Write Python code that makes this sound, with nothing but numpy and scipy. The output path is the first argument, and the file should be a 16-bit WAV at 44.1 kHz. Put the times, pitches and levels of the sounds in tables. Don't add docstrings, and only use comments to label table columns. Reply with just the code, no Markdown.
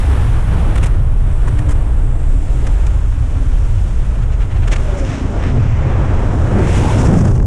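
import sys
import numpy as np
from scipy import signal
from scipy.fft import rfft, irfft, next_fast_len
from scipy.io import wavfile
from scipy.ndimage import uniform_filter1d, minimum_filter1d, map_coordinates

SR = 44100
rng = np.random.default_rng(int(sys.argv[2]) if len(sys.argv) > 2 else 0)


def inscribe(sig):
    pcm = np.round(np.clip(np.atleast_2d(sig).T, -1, 1) * 32767)
    wavfile.write(sys.argv[1], SR, pcm.astype(np.int16))


N = 328986
TIME_S = np.arange(N) / SR
TOP_HZ = 14500


def amp(db):
    return 10 ** (np.asarray(db) / 20)


def unit(x):
    return x / np.sqrt(np.mean(x ** 2) + 1e-20)


def along(points, hz):
    f, values = np.transpose(points)
    return np.interp(np.log(hz + 1), np.log(f + 1), values)


def bell(hz, centre_hz, octaves):
    return np.exp(-.5 * (np.log2(hz / centre_hz) / octaves) ** 2)


def curves(rows):
    times_s, *columns = np.transpose(rows)
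    return [np.interp(TIME_S, times_s, column) for column in columns]


def wobble(knots_per_s):
    knots = rng.standard_normal(int(N * knots_per_s / SR) + 4)
    return map_coordinates(knots, [TIME_S * knots_per_s])


def filtered(x, response):
    size = next_fast_len(N + SR // 2)
    return irfft(rfft(x, size) * response(np.fft.rfftfreq(size, 1 / SR)), size)[:N]


def noise(spectrum):
    colour = lambda hz: amp(along(spectrum, hz)) * (hz < spectrum[-1][0])
    return unit(filtered(rng.standard_normal(N), colour))


def moving_noise(spectrum, control, shade_db):
    hz, frames_s, stft = signal.stft(noise(spectrum), SR, nperseg=1024)
    gain = amp(shade_db(np.maximum(hz, hz[1])[:, None], np.interp(frames_s, TIME_S, control)))
    gain /= np.linalg.norm(gain * amp(along(spectrum, hz))[:, None], axis=0)
    return unit(signal.istft(stft * gain, SR, nperseg=1024)[1][:N])


def sliding_band(path, octaves):
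    centre_hz, level_db = curves(path)
    band_db = lambda hz, centre: 20 * np.log10(bell(hz, centre, octaves) + 1e-4)
    return amp(level_db) * moving_noise([(0, 0), (TOP_HZ, 0)], centre_hz, band_db)


def limited(x, ceiling, hold_s):
    size = max(int(hold_s * SR), 2)
    gain = ceiling / np.maximum(np.abs(x), ceiling)
    return x * uniform_filter1d(minimum_filter1d(gain, size), size)


def buffet():
    # t/s, rumble level/dB, thud level/dB
    eddy_levels = [(0, -14.5, -18.5), (.8, -12.5, -17), (2.6, -13.5, -21.5), (3.7, -13, -22),
                   (4.7, -12.5, -19), (5.15, -21.5, -20), (5.38, -17.5, -20.5), (5.55, -17.5, -12),
                   (6.3, -16.5, -16), (7.1, -15.5, -10.5), (7.46, -9, -11)]
    # f/Hz, level/dB
    rumble_spectrum = [(4, -21.5), (12, -8), (22, -1), (34, 0), (55, -4), (72, -6), (95, -31), (200, -73)]
    thud_spectrum = [(42, -29), (66, -4.5), (88, 1), (122, -2), (140, -7), (165, -20.5), (255, -30),
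                     (590, -76)]
    rumble_db, thud_db = curves(eddy_levels)
    rumble = noise(rumble_spectrum) * amp(rumble_db + .1)
    thuds = noise(thud_spectrum) * amp(thud_db - 2 + 2 * wobble(32))
    force = np.clip(np.hypot(amp(rumble_db), amp(thud_db)) / .28, 0, 1)
    overdrive_db = 3.8 * force ** 2
    return limited(amp(overdrive_db) * (rumble + thuds + booms()), ceiling=.56, hold_s=.011)


def booms():
    # centre t/s, half-width/s, f/Hz, level/dB
    swells = [(.09, 0.12, 65.6, -11), (0.557, 0.13, 160, -24.5), (3.7, 0.11, 93.6, -17.5),
              (3.95, .4, 187, -37.5), (6.023, 0.15, 88, -16.5), (6.595, 0.078, 174, -20),
              (6.86, .07, 870, -28.5), (7.022, 0.037, 870, -29.5), (7.13, .1, 165, -16.5)]
    sound = np.zeros(N)
    for at_s, width_s, centre_hz, level_db in swells:
        band = filtered(rng.standard_normal(N), lambda hz: bell(hz + 1, centre_hz, octaves=.21))
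        sound += amp(level_db) * np.exp(-((TIME_S - at_s) / width_s) ** 2) * unit(band)
    return sound


def airflow():
    # t/s, flow base level/dB, hiss base level/dB
    flow_levels = [(0, -33.5, -44.5), (.38, -32.5, -48.5), (.72, -33.5, -48.5), (1.1, -40.5, -55.5),
                   (1.55, -39, -51.5), (1.72, -39, -53.5), (2.15, -42.5, -55.5), (2.45, -44, -51.5),
                   (2.65, -40, -49.5), (3.05, -40, -52), (3.85, -41.5, -49.5), (4.14, -40, -51.5),
                   (4.28, -40.5, -55), (4.47, -40.5, -54), (4.85, -36, -47.5), (5.78, -35.5, -51.5),
                   (5.83, -31, -52.5), (6.5, -31, -48), (6.66, -29, -42.5), (6.73, -29.5, -37),
                   (7.05, -30.5, -40), (7.09, -30, -43.5), (7.19, -30, -45.5), (7.23, -32, -46),
                   (7.36, -37.5, -48), (7.39, -35.5, -53), (7.46, -40, -56)]
    # t/s, tip/0-1
    tipping = [(4.7, 0), (5.45, 0.24), (5.95, 0), (6.55, 0.4), (6.92, 0.36), (7.13, 0.83)]
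    # f/Hz, level/dB
    roar_spectrum = [(92, -35), (152, -3), (205, -1.5), (305, -3.5), (425, -5.5), (640, -8.5), (940, -14),
                     (1650, -68), (4100, -72)]
    rush_spectrum = [(310, -8.5), (660, -0.5), (960, 1), (1420, -1.5), (2050, -8.5), (2750, -11.5),
                     (3500, -15.5), (4400, -24.5), (5900, -33), (11900, -75)]
    hiss_spectrum = [(2600, -15), (4450, -9), (5500, -1), (6400, -2), (8500, 0), (10000, -0.5),
                     (11200, -6.5), (12500, -9), (14500, -11)]
    flow_db, hiss_db = curves(flow_levels)
    tip, = curves(tipping)
    flutter_db = (.62 + 1.8 * tip ** 2) * unit(np.tanh(wobble(180)) + np.tanh(wobble(90)))
    swell_db = .68 * wobble(22)
    gust_db = gusts()
    tilt_db = lambda hz, db_per_oct: np.log2(hz) * db_per_oct
    roar_db_per_oct = -1 - 5 * tip
    rush_db_per_oct = 1 - 5 * tip + .4852 * (hiss_db - hiss_db.mean()) - .32 * (flow_db - flow_db.mean())
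    roar = moving_noise(roar_spectrum, roar_db_per_oct, tilt_db)
    roar *= amp(flow_db + 6 + 11 * tip + swell_db + gust_db)
    rush = moving_noise(rush_spectrum, rush_db_per_oct, tilt_db)
    rush *= amp(flow_db + 1 + swell_db + flutter_db + .24 * gust_db)
    hiss = hissing(hiss_spectrum, hump_db=1) * amp(hiss_db + .3 + flutter_db)
    return roar + rush + hiss


def hissing(spectrum, hump_db):
    # t/s, f/Hz
    peak_path = [(0, 9000), (1.2, 8460), (2.0, 8140), (2.5, 7400), (3.6, 6760), (4.6, 6870), (5.2, 5700),
                 (5.7, 5240), (6.7, 6360)]

    def shade_db(hz, peak_hz):
        octaves_above = np.maximum(np.log2(hz / peak_hz), 0)
        return hump_db * bell(hz, peak_hz, octaves=.27) - 17 * octaves_above ** 2

    return moving_noise(spectrum, curves(peak_path)[0], shade_db)


def gusts():
    # centre t/s, half-width/s, level change/dB
    surges = [(0.38, 0.16, -6), (1.903, 0.27, 2), (2.446, 0.29, 4), (3.12, 0.11, -5.5), (5.364, 0.036, 4.5),
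              (5.562, 0.028, 6), (5.703, 0.075, -2), (5.85, 0.036, 1), (6.597, 0.028, 2.5),
              (6.834, .04, 1.5), (7.03, 0.036, 2.5)]
    return sum(db * np.exp(-((TIME_S - at_s) / width_s) ** 2) for at_s, width_s, db in surges)


def bursts():
    # centre t/s, length/s, body level/dB, sizzle level/dB, resonance f/Hz
    puffs = [(0.761, 0.0097, -27, -40, 2000), (0.782, 0.011, -31, -41, 2200),
             (0.839, 0.019, -28.5, -36.5, 2200), (.866, 0.014, -30.5, -38.5, 2100),
             (1.483, 0.017, -29.5, -45, 1200), (1.592, 0.0089, -30, -42.5, 2000),
             (1.694, 0.011, -33, -41, 1500), (1.717, 0.021, -33.5, -41, 1500),
             (2.672, .009, -31.5, -38, 1800), (2.87, 0.007, -36, -38.5, 2300),
             (4.228, .03, -42.5, -57, 2200), (4.331, 0.025, -41, -53, 2200), (4.42, 0.037, -39, -54, 2300),
             (4.518, 0.029, -39.5, -58, 2200), (4.567, 0.029, -40, -58, 2200),
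             (4.634, 0.021, -35.5, -56, 2200), (4.681, 0.011, -27.5, -38.5, 2100),
             (4.729, 0.024, -23.5, -34.5, 2300), (4.764, 0.011, -28.5, -40, 2300),
             (4.992, 0.042, -39.5, -45.5, 1900), (5.052, 0.0027, -40, -44, 2300),
             (5.129, 0.158, -36.5, -46, 2400), (5.439, 0.0025, -30, -41, 2000),
             (5.46, 0.11, -33.5, -51, 2000), (7.004, 0.033, -31, -38, 1100), (7.062, 0.027, -31, -38, 1400),
             (7.141, 0.0028, -27.5, -34.5, 1700), (7.184, 0.023, -36, -41, 1400),
             (7.212, 0.011, -31.5, -40, 1400), (7.254, 0.01, -30, -37.5, 1000),
             (7.282, 0.011, -31, -44, 1100), (7.316, .008, -32, -45, 1000), (7.359, .014, -34, -47, 1000),
             (7.38, .004, -32, -47, 1200), (7.402, 0.005, -28.5, -52, 700), (7.429, 0.0048, -35, -46, 1000)]
    # f/Hz, level/dB
    body_spectrum = [(410, 14.5), (1000, 8), (2000, 2), (3000, -1), (4400, -6.5), (7000, -41), (14000, -80)]
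    sizzle_spectrum = [(3000, -24), (5200, 9), (6700, 8), (9000, 7), (10500, 1.5), (12000, -3),
                       (14500, -21)]
    body_gain, sizzle_gain = np.zeros(N), np.zeros(N)
    flap_depth_db, scatter_cycles = 2.8, .25 * wobble(120)
    for at_s, length_s, body_db, sizzle_db, _ in puffs:
        near = np.abs(TIME_S - at_s) < 2 * length_s
        offset_s = TIME_S[near] - at_s
        flap_hz = 340 * (.01 / length_s) ** .4
        flap_cycles = offset_s * flap_hz + scatter_cycles[near]
        puff = 1.25 * np.exp(-np.abs(offset_s / (.6 * length_s)) ** 3)
        puff *= unit(amp(flap_depth_db * np.cos(2 * np.pi * flap_cycles)))
        body_gain[near] += amp(body_db) * puff
        sizzle_gain[near] += amp(sizzle_db) * puff
    centres_s, *_, peaks_hz = np.transpose(sorted(puffs))
    resonance_db = lambda hz, peak_hz: 11.5 * bell(hz, peak_hz, octaves=.72)
    body = moving_noise(body_spectrum, np.interp(TIME_S, centres_s, peaks_hz), resonance_db)
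    return body_gain * body + sizzle_gain * hissing(sizzle_spectrum, hump_db=4.5)


def thin_hiss():
    # t/s, f/Hz, level/dB
    path = [(.95, 8800, -72), (1.35, 8250, -55.5), (1.9, 8100, -56.5), (2.35, 7650, -53.5),
            (2.85, 7130, -55), (3.2, 7000, -63)]
    return sliding_band(path, octaves=.16)


def edge_tones():
    # centre t/s, half-width/s, f/Hz, fall per half-width/octaves, level/dB, core-to-fuzz ratio
    tones = [(1.635, 0.2, 296, 0.043, -32, 2.3), (2.395, 0.65, 291, 0.035, -37, 0.61),
             (3.324, 0.36, 277.3, 0.035, -34.5, 0.7), (4.882, 0.067, 600, 0.096, -33.5, 3.3),
             (4.996, .12, 549, .03, -28.5, 1.6), (4.936, .2, 374, 0, -32.5, 0.13),
             (5.153, 0.204, 268.2, 0.093, -25, 1.3), (5.552, 0.17, 244.2, 0.003, -27, 0.35),
             (6.613, 0.15, 370, 0.098, -24.5, 0.19), (7.116, 0.17, 180, .09, -14, 0.57)]
    sound = np.zeros(N)
    for at_s, width_s, centre_hz, fall_oct, level_db, core in tones:
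        progress = (TIME_S - at_s) / width_s
        waver_oct = .0251 * wobble(22)
        pitch_hz = centre_hz * 2 ** (waver_oct - fall_oct * np.clip(progress, -1, 1))
        fuzz = wobble(70) + 1j * wobble(70)
        shedding = (core + fuzz) * np.exp(2j * np.pi * np.cumsum(pitch_hz) / SR)
        sound += amp(level_db) * np.exp(-2 * progress ** 2) * unit(shedding.real)
    return sound


def swish():
    # t/s, f/Hz, level/dB
    path = [(5.4, 2200, -60), (5.7, 2100, -39.5), (6.15, 1960, -48), (6.42, 1500, -47), (6.6, 1550, -34),
            (6.78, 2400, -35.5), (6.9, 2660, -50), (7.1, 2700, -65)]
    return sliding_band(path, octaves=.35)


def scene():
    return (swish() + thin_hiss() + buffet() + airflow() + edge_tones() + bursts())[None]


def record(dry):
    held = limited(dry[0], ceiling=.93, hold_s=.008)
    return filtered(held, lambda hz: hz < TOP_HZ)[None]


dry = scene()
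out = record(dry)
inscribe(out)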